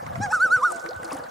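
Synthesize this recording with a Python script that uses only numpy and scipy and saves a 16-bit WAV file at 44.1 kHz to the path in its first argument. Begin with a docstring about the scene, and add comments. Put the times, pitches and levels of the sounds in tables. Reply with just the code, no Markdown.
"""A loon gives one tremolo call across a lake: a reedy low opening breaks upward into a loud, nearly
pure high register whose pitch swings ten times a second. The wooded shore scatters back a faint echo.
Close by, wavelets gurgle with gliding bubbles and spatter droplets, wind bumps the microphone and a
hand-held camera ticks softly, all over a soft wash of water and air, with the camera's faint whir."""
import sys
import numpy as np
from scipy import signal
from scipy.fft import rfft, irfft
from scipy.io import wavfile
from scipy.ndimage import uniform_filter1d

SR = 44100
rng = np.random.default_rng(int(sys.argv[2]) if len(sys.argv) > 2 else 0)


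def generate_wav(signal):
    """Clip the signal to [-1, 1] and save it as 16-bit WAV at the path in sys.argv[1]."""
    frames = np.transpose(np.atleast_2d(signal))
    scaled = np.clip(frames, -1, 1) * 32767
    pcm = np.round(scaled).astype(np.int16)
    wavfile.write(sys.argv[1], SR, pcm)


N = 57330

# reedy opening in the low register: time_s, pitch_hz, level_db
CALL_OPENING = [(.145, 722.3, -80), (.162, 692.6, -29), (.182, 662, -45), (.2, 694, -36),
                (.215, 791.5, -27.5), (.236, 840, -24), (.258, 802.4, -27.5), (.275, 735, -31.5),
                (.293, 695, -33.5), (.31, 813, -27.5), (.325, 898, -20.5), (.331, 870, -61)]
# second tone that beats with the voice at the upward break: time_s, pitch_hz, level_db
CALL_BREAK = [(.325, 1262, -23), (.331, 1315, -19.5), (.341, 1273, -20.5), (.365, 1240, -52)]
# tremolo in the high register: time_s, pitch_hz, level_db
CALL_TREMOLO = [(.326, 1434, -17), (.331, 1485, -18.5), (.343, 1511, -13.5), (.358, 1426, -18.5),
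                (.377, 1275, -24.5), (.394, 1209, -30), (.405, 1352, -17), (.425, 1488, -13),
                (.44, 1540, -11.5), (.456, 1492, -14.5), (.476, 1301, -24), (.497, 1217, -32),
                (.511, 1335, -18), (.529, 1471, -11), (.546, 1524, -11), (.561, 1473, -15.5),
                (.58, 1310, -23.5), (.6, 1165, -30), (.617, 1240, -32)]
# swoop in the middle register: time_s, pitch_hz, level_db
CALL_SWOOP = [(0.609, 968.6, -40.5), (0.622, 997.4, -24.5), (0.63, 1065, -16), (0.639, 1206, -12),
              (0.652, 1257, -16), (0.657, 1213, -31), (0.673, 1260, -34)]
# last swing in the high register: time_s, pitch_hz, level_db
CALL_LAST_SWING = [(0.641, 1416, -55), (0.651, 1437, -12.5), (0.662, 1469, -15), (0.678, 1380, -19.5),
                   (0.695, 1285, -26), (.712, 1188, -28.5), (0.727, 1210, -53)]
# closing drop to the low register: time_s, pitch_hz, level_db
CALL_CLOSING = [(0.715, 1020, -32), (0.725, 921, -41), (0.725, 693, -34.5), (0.746, 683, -34.5),
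                (0.796, 663.6, -42.5), (0.804, 664, -33)]
# overtones of the opening, against a fundamental at LOW_REF_DB: frequency_hz, relative_db
LOW_TIMBRE = [(1400, 1.5), (1660, -0.5), (1850, -13), (3400, -31.5), (3950, -23), (4400, -30), (5350, -14),
              (7400, -20), (8600, -27), (11000, -37)]
# overtones of the other notes, against a fundamental at HIGH_REF_DB: frequency_hz, relative_db
HIGH_TIMBRE = [(2200, -27), (2900, -43.5), (3800, -28.5), (5100, -34.5), (5800, -26.5), (7700, -31),
               (10800, -38), (12500, -85)]
# notches between throat resonances, where passing overtones drop out: centre_hz, gain_db
THROAT_NOTCHES = [(6150, -16), (7130, -10), (8680, -10)]
# stretches of shore that throw back the top of each swing: delay_s, gain_db
SHORE_RETURNS = [(0.144, -23.5), (0.279, -19.5), (.47, -28.5)]
# bubbles in the lapping water: start_s, length_s, start_hz, end_hz, level_db
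WATER_BUBBLES = [(0.569, 0.058, 482, 529, -37.5), (0.844, 0.062, 320, 364, -41),
                 (0.885, 0.024, 429, 555.6, -32.5), (0.904, 0.027, 561, 887, -34.5),
                 (1.191, 0.016, 1667, 1676, -44), (.38, 0.036, 486, 515, -49), (0.671, 0.1, 354, 366, -47),
                 (1.027, 0.073, 332.4, 331, -44), (1.115, 0.024, 1136, 1227, -35),
                 (1.122, 0.04, 268, 290, -34.5), (1.149, 0.025, 638, 950, -37)]
# slaps and spatter of wavelets: start_s, level_db, centre_hz, decay_s, pan_db
WATER_SLAPS = [(0.521, -43.5, 5220, 0.0036, 0), (0.704, -45.5, 8400, 0.012, 8),
               (0.719, -31, 8470, 0.003, 9.5), (0.796, -42.5, 5980, 0.0038, 5),
               (0.76, -42.5, 7400, 0.008, 7), (0.888, -39, 4800, 0.004, 7), (0.907, -42.5, 4280, 0.003, 1),
               (0.932, -45, 3607, 0.0016, 8), (1.03, -47.5, 8595, 0.0046, 0.5),
               (1.031, -29, 1436, 0.0029, -5), (1.044, -40.5, 8495, 0.0036, -3),
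               (1.047, -40.5, 4600, 0.006, -2), (1.106, -38.5, 2560, 0.0047, 4.5),
               (1.115, -30.5, 934, 0.0073, 10), (1.122, -34.5, 390, 0.0046, 4),
               (1.121, -36, 4840, 0.0026, 5.5), (1.129, -37, 8800, 0.0038, 2.5),
               (1.167, -45.5, 8390, 0.0056, -5), (1.188, -43, 7095, 0.0014, -2),
               (1.236, -47, 4440, 0.0055, 6)]
# wavelets that throw droplets: centre_s, half_length_s
DROPLET_SPRAYS = [(0.717, 0.12), (0.853, 0.022), (1.103, 0.063)]
# wind bumps on the microphone: peak_s, level_db, centre_hz, rise_s, decay_s
WIND_BUMPS = [(0.074, -40.5, 144, 0.031, 0.047), (0.126, -40.5, 102, 0.049, 0.02),
              (0.193, -31, 117, 0.029, 0.04), (0.231, -41.5, 106, 0.0046, 0.082)]
# soft low knocks: start_s, length_s, start_hz, end_hz, level_db
LOW_KNOCKS = [(.2, 0.015, 366, 79, -25.5), (.561, 0.021, 158, 91, -38.5), (0.958, 0.036, 122, 67.7, -41.5)]
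# camera ticks: start_s, level_db
CAMERA_TICKS = [(0.063, -30.5), (0.155, -29.5), (0.259, -32), (0.563, -35), (0.763, -39.5), (0.86, -31)]
# ring of the camera body: frequency_hz, relative_db
TICK_SPECTRUM = [(100, -9), (450, -11), (750, -6.5), (1200, 9.5), (1500, -6), (2100, 1.5), (3000, -18.5),
                 (6000, -21), (15000, -40)]
# wash of water and air, common to both sides: frequency_hz, relative_db
LAKE_SPECTRUM = [(25, -22), (70, -7.5), (330, -1.5), (420, -7.5), (500, 9), (600, 0), (1600, -5),
                 (2600, -18), (8000, -24), (15000, -30.5)]
# soft whir of the camera mechanism, differing between the sides: frequency_hz, relative_db
CAMERA_WHIR_SPECTRUM = [(25, -25), (380, -14.5), (550, 3.5), (780, 10.5), (1250, -3.5), (1700, -17),
                        (3000, -27.5), (15000, -48)]
# fader ride on the wash of water and air: time_s, gain_db
LAKE_SWELL = [(0, 2), (.2, 2.5), (.9, 2.5), (0.989, 0), (1.126, 7.5), (1.22, 2)]

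LOW_REF_DB, HIGH_REF_DB = -24, -23
LOW_GROWTH, HIGH_GROWTH = 2.38, 0.72  # dB of overtone per dB of fundamental


def loon():
    """The call: an opening that turns reedy as it swells, a raspy break, then nearly pure tones."""
    voice = voice_note(CALL_OPENING, LOW_TIMBRE, LOW_REF_DB, LOW_GROWTH)
    voice += voice_note(CALL_TREMOLO, HIGH_TIMBRE, HIGH_REF_DB, HIGH_GROWTH)
    purer = np.array(HIGH_TIMBRE) + [0, -2]  # overtones 2 dB down
    for curve in (CALL_BREAK, CALL_SWOOP, CALL_LAST_SWING, CALL_CLOSING):
        voice += voice_note(curve, purer, HIGH_REF_DB, HIGH_GROWTH)
    break_s, rasp_rise_s = CALL_BREAK[0][0], 0.024
    puff = burst(break_s + rasp_rise_s, rasp_rise_s, decay_s=0.025)
    rasp = amp(-43) * puff * noise(hump(6700, octaves=0.43, skirt_db=-35))
    lead_rad = 0.23  # the voice reaches the left side slightly earlier
    stereo = (voice * np.exp(0.5j * lead_rad * np.array([[1], [-1]]))).real
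    return pan(stereo + rasp, -1)


def voice_note(curve, timbre, ref_db, growth):
    """One note as a complex wave: a clean fundamental with overtones shaped by the throat."""
    glide_s, swell_s, edge_s = 0.009, 0.006, 0.002
    flutter_db, lean_db, notch_width_hz = 1.6, 4, 170
    times, curve_hz, curve_db = np.transpose(curve)
    t = np.arange(N) / SR
    contour_hz = np.interp(t, times, curve_hz)
    jitter = 0.002 * unit(smooth(rng.standard_normal(N), 0.005))
    hz = smooth(contour_hz, glide_s) * (1 + jitter)
    rising = smooth(np.sign(np.gradient(contour_hz)), 2 * glide_s)
    level_db = smooth(np.interp(t, times, curve_db), swell_s)
    drive_db = ref_db + growth * (level_db - ref_db)
    fundamental = np.exp(2j * np.pi * np.cumsum(hz) / SR)
    wave, partial = amp(level_db) * fundamental, fundamental
    for k in range(2, 14):
        partial = partial * fundamental * np.exp(2j * np.pi * rng.random())
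        flutter = flutter_db * unit(smooth(smooth(rng.standard_normal(N), 0.0011), 0.0089))
        notches = sum(db * np.exp(-((k * hz - at) / notch_width_hz) ** 2) for at, db in THROAT_NOTCHES)
        lean = -(-1) ** k * lean_db * rising  # odd overtones flare on the way up, even on the way down
        wave += partial * amp(drive_db + read(timbre, k * hz) + notches + lean + flutter)
    gate = np.clip(np.minimum(t - times[0], times[-1] - t) / edge_s, 0, 1)
    return gate * wave


def shore_echo(call):
    """The shore's answer: a long faint tail, ringing returns of the pitch peaks and a short near slap."""
    ring_hz, ring_width_hz = 1495, 26.7  # near the top of each swing
    ring = signal.lfilter(*signal.iirpeak(ring_hz, ring_hz / ring_width_hz, SR), call)
    tail = amp(-21) * reflections(call, delay_s=0.12, t60_s=3.9)
    returns = sum(amp(db) * reflections(ring, delay_s, t60_s=0.55) for delay_s, db in SHORE_RETURNS)
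    near = amp(-22.5) * reflections(call, delay_s=0.0027, t60_s=0.2, spread=0.32)
    return pan(tail + returns + near, -3.4)


def reflections(sound, delay_s, t60_s, spread=0.61, taps_per_s=2000):
    """Rocks and trees scatter a sound into a fading cloud of reflections."""
    t = np.arange(N) / SR - delay_s
    taps = rng.standard_normal((2, N)) * (rng.random((2, N)) < taps_per_s / SR)
    mid, side = taps * (t > 0) * amp(-60 * abs(t) / t60_s)
    response = mid_side(mid, spread * side)
    response /= np.linalg.norm(response[0])
    return signal.fftconvolve(sound.mean(0)[None], response, axes=1)[:, :N]


def wavelets(rise_s=0.0016):
    """Lapping water: bubbles gurgle as gliding tones, slaps spatter as short bursts of noise."""
    out = np.zeros((2, N))
    for start_s, *bubble in WATER_BUBBLES:
        add(out, start_s, blip(*bubble))
    for start_s, db, hz, decay_s, pan_db in WATER_SLAPS:
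        envelope = amp(db) * burst(start_s + rise_s, rise_s, decay_s)
        out += pan(envelope * noise(hump(hz, octaves=0.23, skirt_db=-16)), pan_db)
    return out


def droplets(peak_per_s=560, decay_s=0.00053):
    """Tiny bright drops land at random, thickest as each wavelet comes in."""
    t = np.arange(N) / SR
    density = sum(np.exp(-((t - centre_s) / half_s) ** 2) for centre_s, half_s in DROPLET_SPRAYS)
    hits = rng.random(N) < peak_per_s / SR * density
    strength = amp(4 * np.minimum(rng.exponential(1, N), 3))
    envelope = signal.lfilter([1], [1, -np.exp(-1 / (decay_s * SR))], hits * strength)
    fizz = noise(hump(6930, octaves=0.46, skirt_db=-1))
    return pan(amp(-60.5) * unit(envelope * fizz), 1.6)


def wind(spread=0.31):
    """Gusts bump the microphone with low noise, partly different on each side."""
    out = np.zeros((2, N))
    for peak_s, db, hz, rise_s, decay_s in WIND_BUMPS:
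        mid, side = (noise(hump(hz, octaves=0.69, skirt_db=-49)) for _ in range(2))
        out += amp(db) * burst(peak_s, rise_s, decay_s) * mid_side(mid, spread * side)
    return pan(out, 3.5)


def knocks():
    """Soft low knocks, each a short tone diving in pitch."""
    out = np.zeros(N)
    for start_s, *knock in LOW_KNOCKS:
        add(out, start_s, blip(*knock))
    return pan(out, 3.5)


def camera_ticks(rise_s=0.0022, decay_s=0.0066):
    """Dull ticks ring briefly in the camera body, different on each side."""
    envelope = sum(amp(db) * burst(start_s + rise_s, rise_s, decay_s) for start_s, db in CAMERA_TICKS)
    body = np.array([noise(lambda hz: read(TICK_SPECTRUM, hz)) for _ in range(2)])
    return pan(envelope * body, -3.5)


def lake_and_whir():
    """A soft wash of water and air, swelling as a wavelet arrives, with the camera's faint whir."""
    swell_db = np.interp(np.arange(N) / SR, *np.transpose(LAKE_SWELL))
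    lake = amp(-45 + swell_db) * wash(LAKE_SPECTRUM)
    whir = amp(-37) * wash(CAMERA_WHIR_SPECTRUM)
    return mid_side(lake, whir)


def wash(spectrum, patch_db=3.5):
    """Noise in which small patches of the spectrum come and go."""
    framing = dict(nperseg=512, noverlap=384)
    frames = signal.stft(noise(lambda hz: read(spectrum, hz)), **framing)[2].T
    patches = uniform_filter1d(rng.standard_normal(frames.shape), size=6, axis=0)  # blur in time
    patches = unit(uniform_filter1d(patches, size=14, axis=1))  # blur in frequency
    return unit(signal.istft((frames * amp(patch_db * patches)).T, **framing)[1][:N])


def blip(length_s, start_hz, end_hz, db, skew=0.84):
    """A short gliding tone that swells and fades."""
    progress = np.arange(0, length_s, 1 / SR) / length_s
    phase = 2 * np.pi * np.cumsum(start_hz * (end_hz / start_hz) ** progress) / SR
    return np.sqrt(2) * amp(db) * np.sin(np.pi * progress ** skew) * np.sin(phase)


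def burst(peak_s, rise_s, decay_s):
    """Envelope with an exponential attack and decay."""
    t = np.arange(N) / SR - peak_s
    return np.exp(np.minimum(t / rise_s, -t / decay_s))


def noise(colour):
    """Noise at rms 1, shaped by an EQ curve that maps Hz to dB."""
    gain = amp(colour(np.fft.rfftfreq(N, 1 / SR)))
    return unit(irfft(rfft(rng.standard_normal(N)) * gain, N))


def hump(centre_hz, octaves, skirt_db):
    """EQ curve: a rounded peak on a wider skirt."""
    def colour(hz):
        octaves_off = np.log2((hz + 1) / centre_hz)
        peak = np.exp(-0.5 * (octaves_off / octaves) ** 2)
        skirt = amp(skirt_db) / (1 + octaves_off ** 4) / (1 + (hz / 11000) ** 8)
        return 20 * np.log10(peak + skirt)
    return colour


def read(spectrum, hz):
    """Reads a spectrum on a log-frequency axis."""
    points_hz, points_db = np.transpose(spectrum)
    return np.interp(np.log(hz + 1), np.log(points_hz), points_db)


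def amp(db):
    """Decibels to gain."""
    return 10 ** (np.asarray(db) / 20)


def unit(x):
    """Scales to rms 1."""
    return x / np.sqrt(np.mean(x ** 2) + 1e-20)


def smooth(x, span_s):
    """Moving average."""
    return uniform_filter1d(x, max(1, int(span_s * SR)), mode="nearest")


def pan(x, db):
    """Places a sound left (+) or right (-)."""
    return x * amp([[db / 2], [-db / 2]])


def mid_side(mid, side):
    """Mid and side to left and right."""
    return np.array([mid + side, mid - side])


def add(mix, start_s, sound):
    """Mixes a sound in at a time."""
    part = mix[..., max(0, round(start_s * SR)):][..., :sound.shape[-1]]
    part += sound[..., :part.shape[-1]]


def scene():
    """The loon and its echo over the close sounds and the background."""
    call = loon()
    mix = call + shore_echo(call) + wavelets() + droplets()
    return mix + wind() + knocks() + camera_ticks() + lake_and_whir()


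def record(dry):
    """A steep low-pass trims the highest treble."""
    lowpass = signal.firwin(511, cutoff=15800, window=("kaiser", 9), fs=SR)
    return signal.oaconvolve(dry, lowpass[None], "same")


dry = scene()
out = record(dry)
generate_wav(out)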